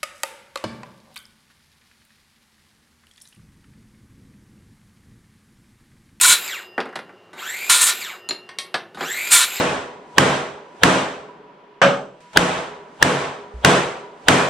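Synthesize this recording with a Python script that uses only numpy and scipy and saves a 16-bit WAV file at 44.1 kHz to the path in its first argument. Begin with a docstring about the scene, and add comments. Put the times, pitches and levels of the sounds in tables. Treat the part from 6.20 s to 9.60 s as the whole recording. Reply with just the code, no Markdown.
"""A cordless circular saw trims dry sticks in a small workshop, in three pulls of the trigger.
The gears are already whining as the teeth rip the first stick; the brake stops the still ringing blade
and wood knocks on the bench. The trigger clicks, the motor spins up and a second cut follows at 1.5 s.
The guard snaps shut, the stick taps the metal shoe and wood knocks again; the third cut comes at 3.1 s."""
import sys
import numpy as np
from scipy import signal
from scipy.fft import rfft, irfft, next_fast_len
from scipy.io import wavfile
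from scipy.ndimage import map_coordinates

SR = 44100
rng = np.random.default_rng(int(sys.argv[2]) if len(sys.argv) > 2 else 0)


def store_wav(level_fs):
    """Save 16-bit WAV to argv[1]."""
    pcm = np.round(np.clip(np.atleast_2d(level_fs), -1, 1) * 32767)
    wavfile.write(sys.argv[1], SR, pcm.T.astype(np.int16))


N = 149940

# Noise spectra. Each row: frequency in Hz, relative spectral density in dB.
AIR_SPECTRUM = [(15, -76), (25, -72.5), (103, -12.5), (142, -22.5), (176, -9), (286, -20.5), (363, 0.5),
                (450, -8), (1120, -15), (2630, -25.5), (2850, -16.5), (3180, -26.5), (15000, -51)]
WHIRR_SPECTRUM = [(60, -38), (120, -22.5), (230, -13), (450, -11), (800, -5.5), (1400, -7), (2300, -1),
                  (2900, -4), (3900, -3.5), (5700, -18), (7300, 1.5), (8600, -12.5), (10800, -19),
                  (13000, -3), (15500, -31.5)]
RIP_BODY_SPECTRUM = [(30, -46.5), (130, -36.5), (400, -16), (750, -13), (1050, 0), (1500, 1.5), (2000, 1),
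                     (2900, 3), (4000, 6.5), (4900, 1), (6000, -1), (9000, -45.5)]
RIP_TREBLE_SPECTRUM = [(2500, -29.5), (4500, -26), (5800, -15.5), (7200, 2), (8700, -1.5), (10500, -5),
                       (12500, -11.5), (15500, -22.5)]
RUMBLE_SPECTRUM = [(20, -16.5), (120, 5.5), (400, -9), (2000, -24.5)]
# Reverberation of the workshop. Each row: frequency in Hz, time to fall 60 dB (t60) in seconds.
ROOM_DECAY = [(150, 0.62), (800, 0.34), (3000, 0.27), (8000, 0.17), (15000, 0.43)]
# Responses of the stereo difference and the saw's housing. Each row: frequency in Hz, gain in dB.
SIDE_RESPONSE = [(50, -11), (250, -31.5), (1000, -35.5), (2000, -35), (4000, -22.5), (12000, -21.5)]
HOUSING_RESPONSE = [(300, -12), (900, 0.5), (1450, 3.5), (2300, 5.5), (2750, 2), (3300, 4), (4100, -1.5),
                    (4700, -6), (5800, 0.5), (6600, -13), (7400, 9.5), (8300, -7), (10000, -7)]
# Bass, middle, presence and treble of a blow. 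Each row: lower and upper edge in Hz.
BLOW_BANDS = [(150, 550), (550, 2000), (2000, 5000), (5000, 11000)]
# Wood on the bench, the guard shutting, the stick on the shoe, the trigger clicking.
# Each row: start in seconds, then bass, middle, presence and treble levels in dB.
WOOD_HITS = [(.579, -23, -15.5, -38, -49), (.602, -38, -28, -27.5, -44.5), (.655, -47, -32, -48, -55),
             (.69, -48, -38, -53, -62), (.727, -54.5, -38, -56, -63), (.756, -36, -24.5, -30.5, -38),
             (.79, -40, -33, -40, -51), (.893, -47.5, -40, -61, -68), (2.542, -27.5, -16, -19.5, -37.5),
             (2.772, -38, -32.5, -48, -62.5), (2.808, -30.5, -23, -31.5, -53), (2.828, -31, -26, -34, -54)]
GUARD_HITS = [(2.089, -36, -33, -28, -29), (2.108, -33, -29, -22.5, -46.5)]
SHOE_HITS = [(2.29, -53.5, -37.5, -37, -52), (2.386, -46.5, -35, -22.5, -29.5),
             (2.544, -49, -34.5, -28, -40)]
TRIGGER_HITS = [(1.131, -45.5, -38.5, -50.5, -53.5), (2.746, -43.5, -43.5, -46, -51.5)]
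# Modes of those four objects. Each row: frequency in Hz, relative level in dB, t60 in seconds.
WOOD_MODES = [(246, 5, 0.11), (371, 3.5, 0.23), (578, -4, 0.11), (779, 3.5, 0.1), (1290, -2.5, 0.027)]
GUARD_MODES = [(200, -7, 0.13), (367, 3, 0.14), (956, -8.5, 0.19), (1620, -10.5, 0.22), (3960, -7, 0.18),
               (4170, 5, 0.09), (4202, 7.5, 0.095), (4200, -5, 0.12), (7030, 7, 0.082), (7170, 2, 0.098)]
SHOE_MODES = [(1096, -1, 0.18), (1650, -10, 0.21), (1845, -1.5, 0.16), (3210, -3, 0.075), (4840, -4, .12),
              (5830, -0.5, .08), (8200, -1.5, 0.14)]
TRIGGER_MODES = [(1500, -21, .2), (3780, -19, .06)]
# Modes of the free blade. Each row: frequency in Hz, relative level in dB.
FREE_BLADE_MODES = [(1335, -63), (1830, -60.5), (2778, -50.5), (2955, -60.5), (4958, -58.5)]
# Blade modes that screech in the kerf. Each row: start and end in seconds, frequency in Hz, level in dB.
SCREECHES = [(.032, .064, 1430, -18), (.085, 0.15, 1435, -18.5), (.015, .12, 1040, -27),
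             (3.18, 3.26, 3800, -25), (3.13, 3.17, 2280, -18)]
# Trigger pulls. Each row: motor start in seconds, brake start in seconds, gain in dB.
TRIGGER_PULLS = [(-.35, .278, -0.5), (1.154, 1.813, -1.5), (2.77, 3.365, 1)]
# Gear whine. Each row: multiple of the mesh rate, relative levels in dB under drive and under the brake.
WHINE_HARMONICS = [(1, -33.5, -37), (2, -38, -34), (3, -46, -40.5), (4, -37.5, -42.5)]
# Modes of the gear case and the cutting blade. Each row: frequency and width in Hz, relative level in dB.
CASE_MODES = [(1430, 70, 15), (3850, 300, 9), (7450, 450, -16.5)]
BLADE_LOW_MODES = [(1017, 30, -7.5), (1403.7, 24, 3), (1805, 24, -2.5), (2258, 18, -10), (2280, 12, -2.5),
                   (2616, 6.2, -10), (3270, 5.7, -15), (3528, 4.7, 6.5), (3940, 20, -2.5), (4090, 22, -6.5)]
BLADE_HIGH_MODES = [(5348, 7.9, -16), (6390, 52, -8), (7140, 18, -3), (7580, 16, -12), (7780, 50, -9),
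                    (7954, 25, -5), (8720, 14, 5)]
# One envelope for each cut. Each row: time in seconds, body gain in dB, treble gain in dB.
CUT_ENVELOPES = [
    [(0.0, -31, -50.5), (.008, -41, -38), (.013, -17, -9), (.026, -19, -13.5), (.046, -13, -13),
     (.07, -18.5, -12), (.1, -14.5, -11), (.13, -13.5, -12.5), (.15, -22, -24.5), (.18, -34, -45)],
    [(1.492, -37, -43.5), (1.498, -12.5, -9.5), (1.525, -14, -14), (1.585, -21.5, -20), (1.608, -21, -21.5),
     (1.617, -17.5, -11), (1.64, -18.5, -14), (1.655, -25, -18), (1.675, -19.5, -15), (1.696, -18, -18),
     (1.712, -22.5, -30), (1.745, -33, -50.5)],
    [(3.098, -38.5, -43.5), (3.108, -28.5, -26), (3.118, -17.5, -10), (3.136, -11, -8.5),
     (3.172, -15, -12.5), (3.186, -17.5, -15), (3.23, -18, -19.5), (3.25, -22.5, -27), (3.28, -52, -56.5)],
]

GEAR_TEETH, PINION_TEETH, BLADE_TEETH = 46, 9, 24
TOP_MESH_HZ = 2624  # gear mesh rate with no load
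TIME = np.arange(N) / SR


def amp(db):
    """Amplitude grows tenfold for every 20 dB."""
    return 10 ** (np.asarray(db) / 20)


def unit(x):
    """Normalisation brings the rms to 1."""
    return x / np.sqrt(np.mean(x ** 2) + 1e-20)


def along(points, hz):
    """Interpolation reads (Hz, value) points on a logarithmic frequency axis."""
    f, v = np.transpose(points)
    return np.interp(np.log(hz + 1), np.log(f + 1), v)


def noise():
    """White noise has equal power in every hertz."""
    return rng.standard_normal(N)


def wobble(rate):
    """A spline through random knots, rate of them a second, fluctuates smoothly."""
    return map_coordinates(rng.standard_normal(int(N * rate / SR) + 4), [TIME * rate])


def filtered(x, response):
    """A linear filter multiplies the spectrum by its frequency response."""
    size = next_fast_len(N + SR // 2)
    return irfft(rfft(x, size) * response(np.fft.rfftfreq(size, 1 / SR)), size)[..., :N]


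def coloured(x, spectrum):
    """Spectral shaping colours x; the result has rms 1."""
    return unit(filtered(x, lambda hz: amp(along(spectrum, hz))))


def resonate(x, modes):
    """Damped resonators driven by x add by superposition; the result has rms 1."""
    def response(f):
        return sum(amp(db) * 1j * f * width / (hz ** 2 - f ** 2 + 1j * f * width)
                   for hz, width, db in modes)
    return unit(filtered(x, response))


def workshop_air():
    """Stationary noise forms the quiet background."""
    return amp(-50.5) * coloured(noise(), AIR_SPECTRUM)


def reverberation(x):
    """The room convolves x with a diffuse tail in which each frequency decays at its own rate."""
    hz, t, spectra = signal.stft(rng.standard_normal(SR // 2), SR, nperseg=256)
    tail = signal.istft(spectra * amp(-60 * t / along(ROOM_DECAY, hz)[:, None]), SR, nperseg=256)[1]
    delayed = np.pad(tail / np.linalg.norm(tail), (SR // 300, 0))
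    return signal.fftconvolve(x, delayed)[:len(x)]


def impacts(hits, modes, ring_db, low_t60, high_t60, wet_db):
    """An impact gives a burst that dies faster in the treble and excites the object's modes."""
    out, t = np.zeros(N + 2 * SR), np.arange(SR // 2) / SR
    centres = [np.sqrt(lo * hi) for lo, hi in BLOW_BANDS]
    band_t60s = np.geomspace(low_t60, high_t60, len(BLOW_BANDS))
    strongest_db = max(db for _, db, _ in modes)
    for start, *levels in hits:
        blow = 0
        for band, db, t60 in zip(BLOW_BANDS, levels, band_t60s):
            bandpass = signal.butter(4, band, "band", fs=SR, output="sos")
            burst = signal.sosfilt(bandpass, rng.standard_normal(len(t)) * amp(-60 * t / t60))
            blow += amp(db) * burst * np.sqrt(SR / 2 / (band[1] - band[0]))
        for hz, db, t60 in modes:
            excitation_db = along(list(zip(centres, levels)), hz)
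            mode_db = excitation_db + ring_db + db - strongest_db + rng.normal(0, 1.6)
            blow += amp(mode_db - 60 * t / t60) * np.sin(2 * np.pi * hz * t) * (1 - np.exp(-t * hz))
        out[round(start * SR):][:len(t)] += blow + amp(wet_db) * reverberation(blow)
    return out[:N]


def free_blade(main_hz=2778, main_t60=2.5, rise_s=.0073):
    """Out of the wood the blade vibrates freely; modes above the main one decay sooner."""
    ends = [cut[-1][0] for cut in CUT_ENVELOPES]
    age = np.min([np.where(TIME > end, TIME - end, TIME[-1]) for end in ends], axis=0)
    ring = 0
    for hz, db in FREE_BLADE_MODES:
        t60 = main_t60 * min(1, main_hz / hz)
        level_db = 7.5 + db + 3 * wobble(14) - 60 * age / t60
        ring += amp(level_db) * np.sqrt(2) * np.sin(2 * np.pi * hz * TIME)
    return (1 - np.exp(-age / rise_s)) * ring


def screeches(waver_hz=32):
    """Friction in the kerf sustains one blade mode, a wavering tone that swells and fades."""
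    out = 0
    for start, end, hz, db in SCREECHES:
        progress = np.clip((TIME - start) / (end - start), 0, 1)
        swell = np.sqrt(np.abs(np.sin(np.pi * progress)))
        phase = 2 * np.pi * np.cumsum(hz + waver_hz * wobble(150)) / SR
        out += amp(db + 2 * wobble(120)) * swell * np.sin(phase)
    return out


def mesh_rate(load, spin_up_s=.12, brake_s=.15, friction_hz=750.3, sag=.2, recover_s=.08):
    """Inertia makes the mesh rate, in Hz, lag behind drive, load and brake; friction ends the spin."""
    hz = np.zeros(N)
    for on, off, _ in TRIGGER_PULLS:
        driven_s = np.maximum(np.minimum(TIME, off) - on, 0)
        driven_hz = TOP_MESH_HZ * (1 - np.exp(-driven_s / spin_up_s))
        braking = np.exp(-np.maximum(TIME - off, 0) / brake_s)
        hz += np.maximum((driven_hz + friction_hz) * braking - friction_hz, 0)
    step = 1 / (recover_s * SR)
    lagged_load = signal.lfilter([step], [1, step - 1], load / load.max())
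    return hz * (1 - sag * lagged_load)


def gear_whine(mesh_cycles, speed, on, off, runout_rad=.68, flutter_rad=.82):
    """Meshing teeth radiate harmonics, phase-modulated once a motor turn by the pinion's runout."""
    coast_db = -6.5 * np.clip((TIME - on - .28) / .2, 0, 1.5)  # little torque once up to speed
    bite_db = 2.5 - 50 * (TIME - off)  # the brake bites, then its torque falls
    runout = runout_rad * np.sin(2 * np.pi * mesh_cycles / PINION_TEETH)
    whine = 0
    for harmonic, drive_db, brake_db in WHINE_HARMONICS:
        level_db = np.where(TIME < off, drive_db + coast_db, brake_db + bite_db) + 2 * wobble(70)
        rasp = 1 + .5 * wobble(600)
        phase = 2 * np.pi * harmonic * mesh_cycles + runout + flutter_rad * wobble(330)
        whine += amp(level_db) * rasp * np.sin(phase)
    return filtered(whine * speed ** .37, lambda hz: amp(along(HOUSING_RESPONSE, hz)))


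def whirr(beat, speed, hiss_hz=6000):
    """Gears and fan radiate broadband noise whose treble depends more steeply on speed."""
    rush = amp(-32.5) * coloured(noise() * beat, WHIRR_SPECTRUM) * speed ** .61
    hiss = filtered(rush, lambda hz: hz ** 4 / (hz ** 4 + hiss_hz ** 4))
    return rush - hiss + hiss * np.tanh(2 * speed)


def motor(mesh_hz, chirp_hz=12430, chirp_width_hz=300):
    """Rotation sets the pitch of the whine and modulates whirr, case noise and a chirp each blade turn."""
    pulls = np.array(TRIGGER_PULLS)
    on, off, pull_db = pulls[np.searchsorted(pulls[:, 0], TIME) - 1].T
    speed, mesh_cycles = mesh_hz / TOP_MESH_HZ, np.cumsum(mesh_hz) / SR
    blade_angle = 2 * np.pi * mesh_cycles / GEAR_TEETH
    whine = gear_whine(mesh_cycles, speed, on, off)
    beat = amp(1.2 * wobble(120)) * (1 + .12 * (np.cos(blade_angle) + np.cos(3 * blade_angle)))
    rush = whirr(beat, speed)
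    case = amp(-43.5) * resonate(noise() * beat, CASE_MODES) * np.tanh(4 * speed)
    pulses = noise() * np.exp(2 * np.cos(blade_angle))
    chirp = amp(-39) * resonate(pulses, [(chirp_hz, chirp_width_hz, 0)]) * speed ** 3 * (TIME < off)
    settle = np.where(TIME < off, 1, np.tanh(5.3 * speed))
    return amp(pull_db) * settle * (whine + rush + case + chirp)


def cut_gain(column):
    """An amplitude envelope, linear in dB between points, sets how hard the teeth rip."""
    return sum(amp(np.interp(TIME, cut[:, 0], cut[:, column], left=-np.inf, right=-np.inf))
               for cut in map(np.array, CUT_ENVELOPES))


def cutting(mesh_hz, body, treble, rip_db=-2, pulsed_share=.44, scatter_db=2):
    """Each tooth strikes and tears fibres; the blows drive the blade's modes in forced vibration."""
    teeth = np.cumsum(np.where(body > 0, mesh_hz, TOP_MESH_HZ)) / SR * BLADE_TEETH / GEAR_TEETH
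    tooth_strength = amp(scatter_db * noise()[teeth.astype(int)])
    bite = unit(tooth_strength * np.exp(-4 * (teeth % 1)))
    grip = np.sqrt(1 - pulsed_share + pulsed_share * bite ** 2)
    low = amp(rip_db) * coloured(grip * noise(), RIP_BODY_SPECTRUM)
    low += amp(-5.5) * resonate(grip * noise(), BLADE_LOW_MODES)
    high = amp(rip_db) * coloured(grip * noise(), RIP_TREBLE_SPECTRUM)
    high += amp(-5) * resonate(grip * noise(), BLADE_HIGH_MODES)
    return body * low + treble * high


def scene():
    """The sources add by superposition; only faint reverberation sets the two channels apart."""
    body, treble = cut_gain(column=1), cut_gain(column=2)
    mesh_hz = mesh_rate(load=body + treble)
    saw = motor(mesh_hz) + cutting(mesh_hz, body, treble)
    mid = saw + amp(-7.5) * reverberation(saw) + screeches() + free_blade()
    mid += impacts(WOOD_HITS, WOOD_MODES, ring_db=-5.5, low_t60=.14, high_t60=.05, wet_db=-7)
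    mid += impacts(GUARD_HITS, GUARD_MODES, ring_db=6, low_t60=.099, high_t60=.025, wet_db=-4.5)
    mid += impacts(SHOE_HITS, SHOE_MODES, ring_db=-3.5, low_t60=.078, high_t60=.038, wet_db=-2)
    mid += impacts(TRIGGER_HITS, TRIGGER_MODES, ring_db=4, low_t60=.12, high_t60=.098, wet_db=-.5)
    mid += workshop_air()
    side = filtered(reverberation(mid), lambda hz: amp(along(SIDE_RESPONSE, hz)))
    return np.array([mid + side, mid - side])


def record(dry, ceiling=.82, low_hz=60.3, high_hz=15950):
    """Soft saturation rounds the highest peaks; filters thin the deep bass and limit the band."""
    rounded = dry / (1 + np.abs(dry / ceiling) ** 6) ** (1 / 6)
    thin = signal.sosfilt(signal.butter(2, low_hz, "high", fs=SR, output="sos"), rounded)
    rumble = amp(-78) * coloured(rng.standard_normal((2, N)), RUMBLE_SPECTRUM)
    return filtered(thin + rumble, lambda hz: np.clip((high_hz - hz) / 150, 0, 1))


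dry = scene()
out = record(dry)
store_wav(out)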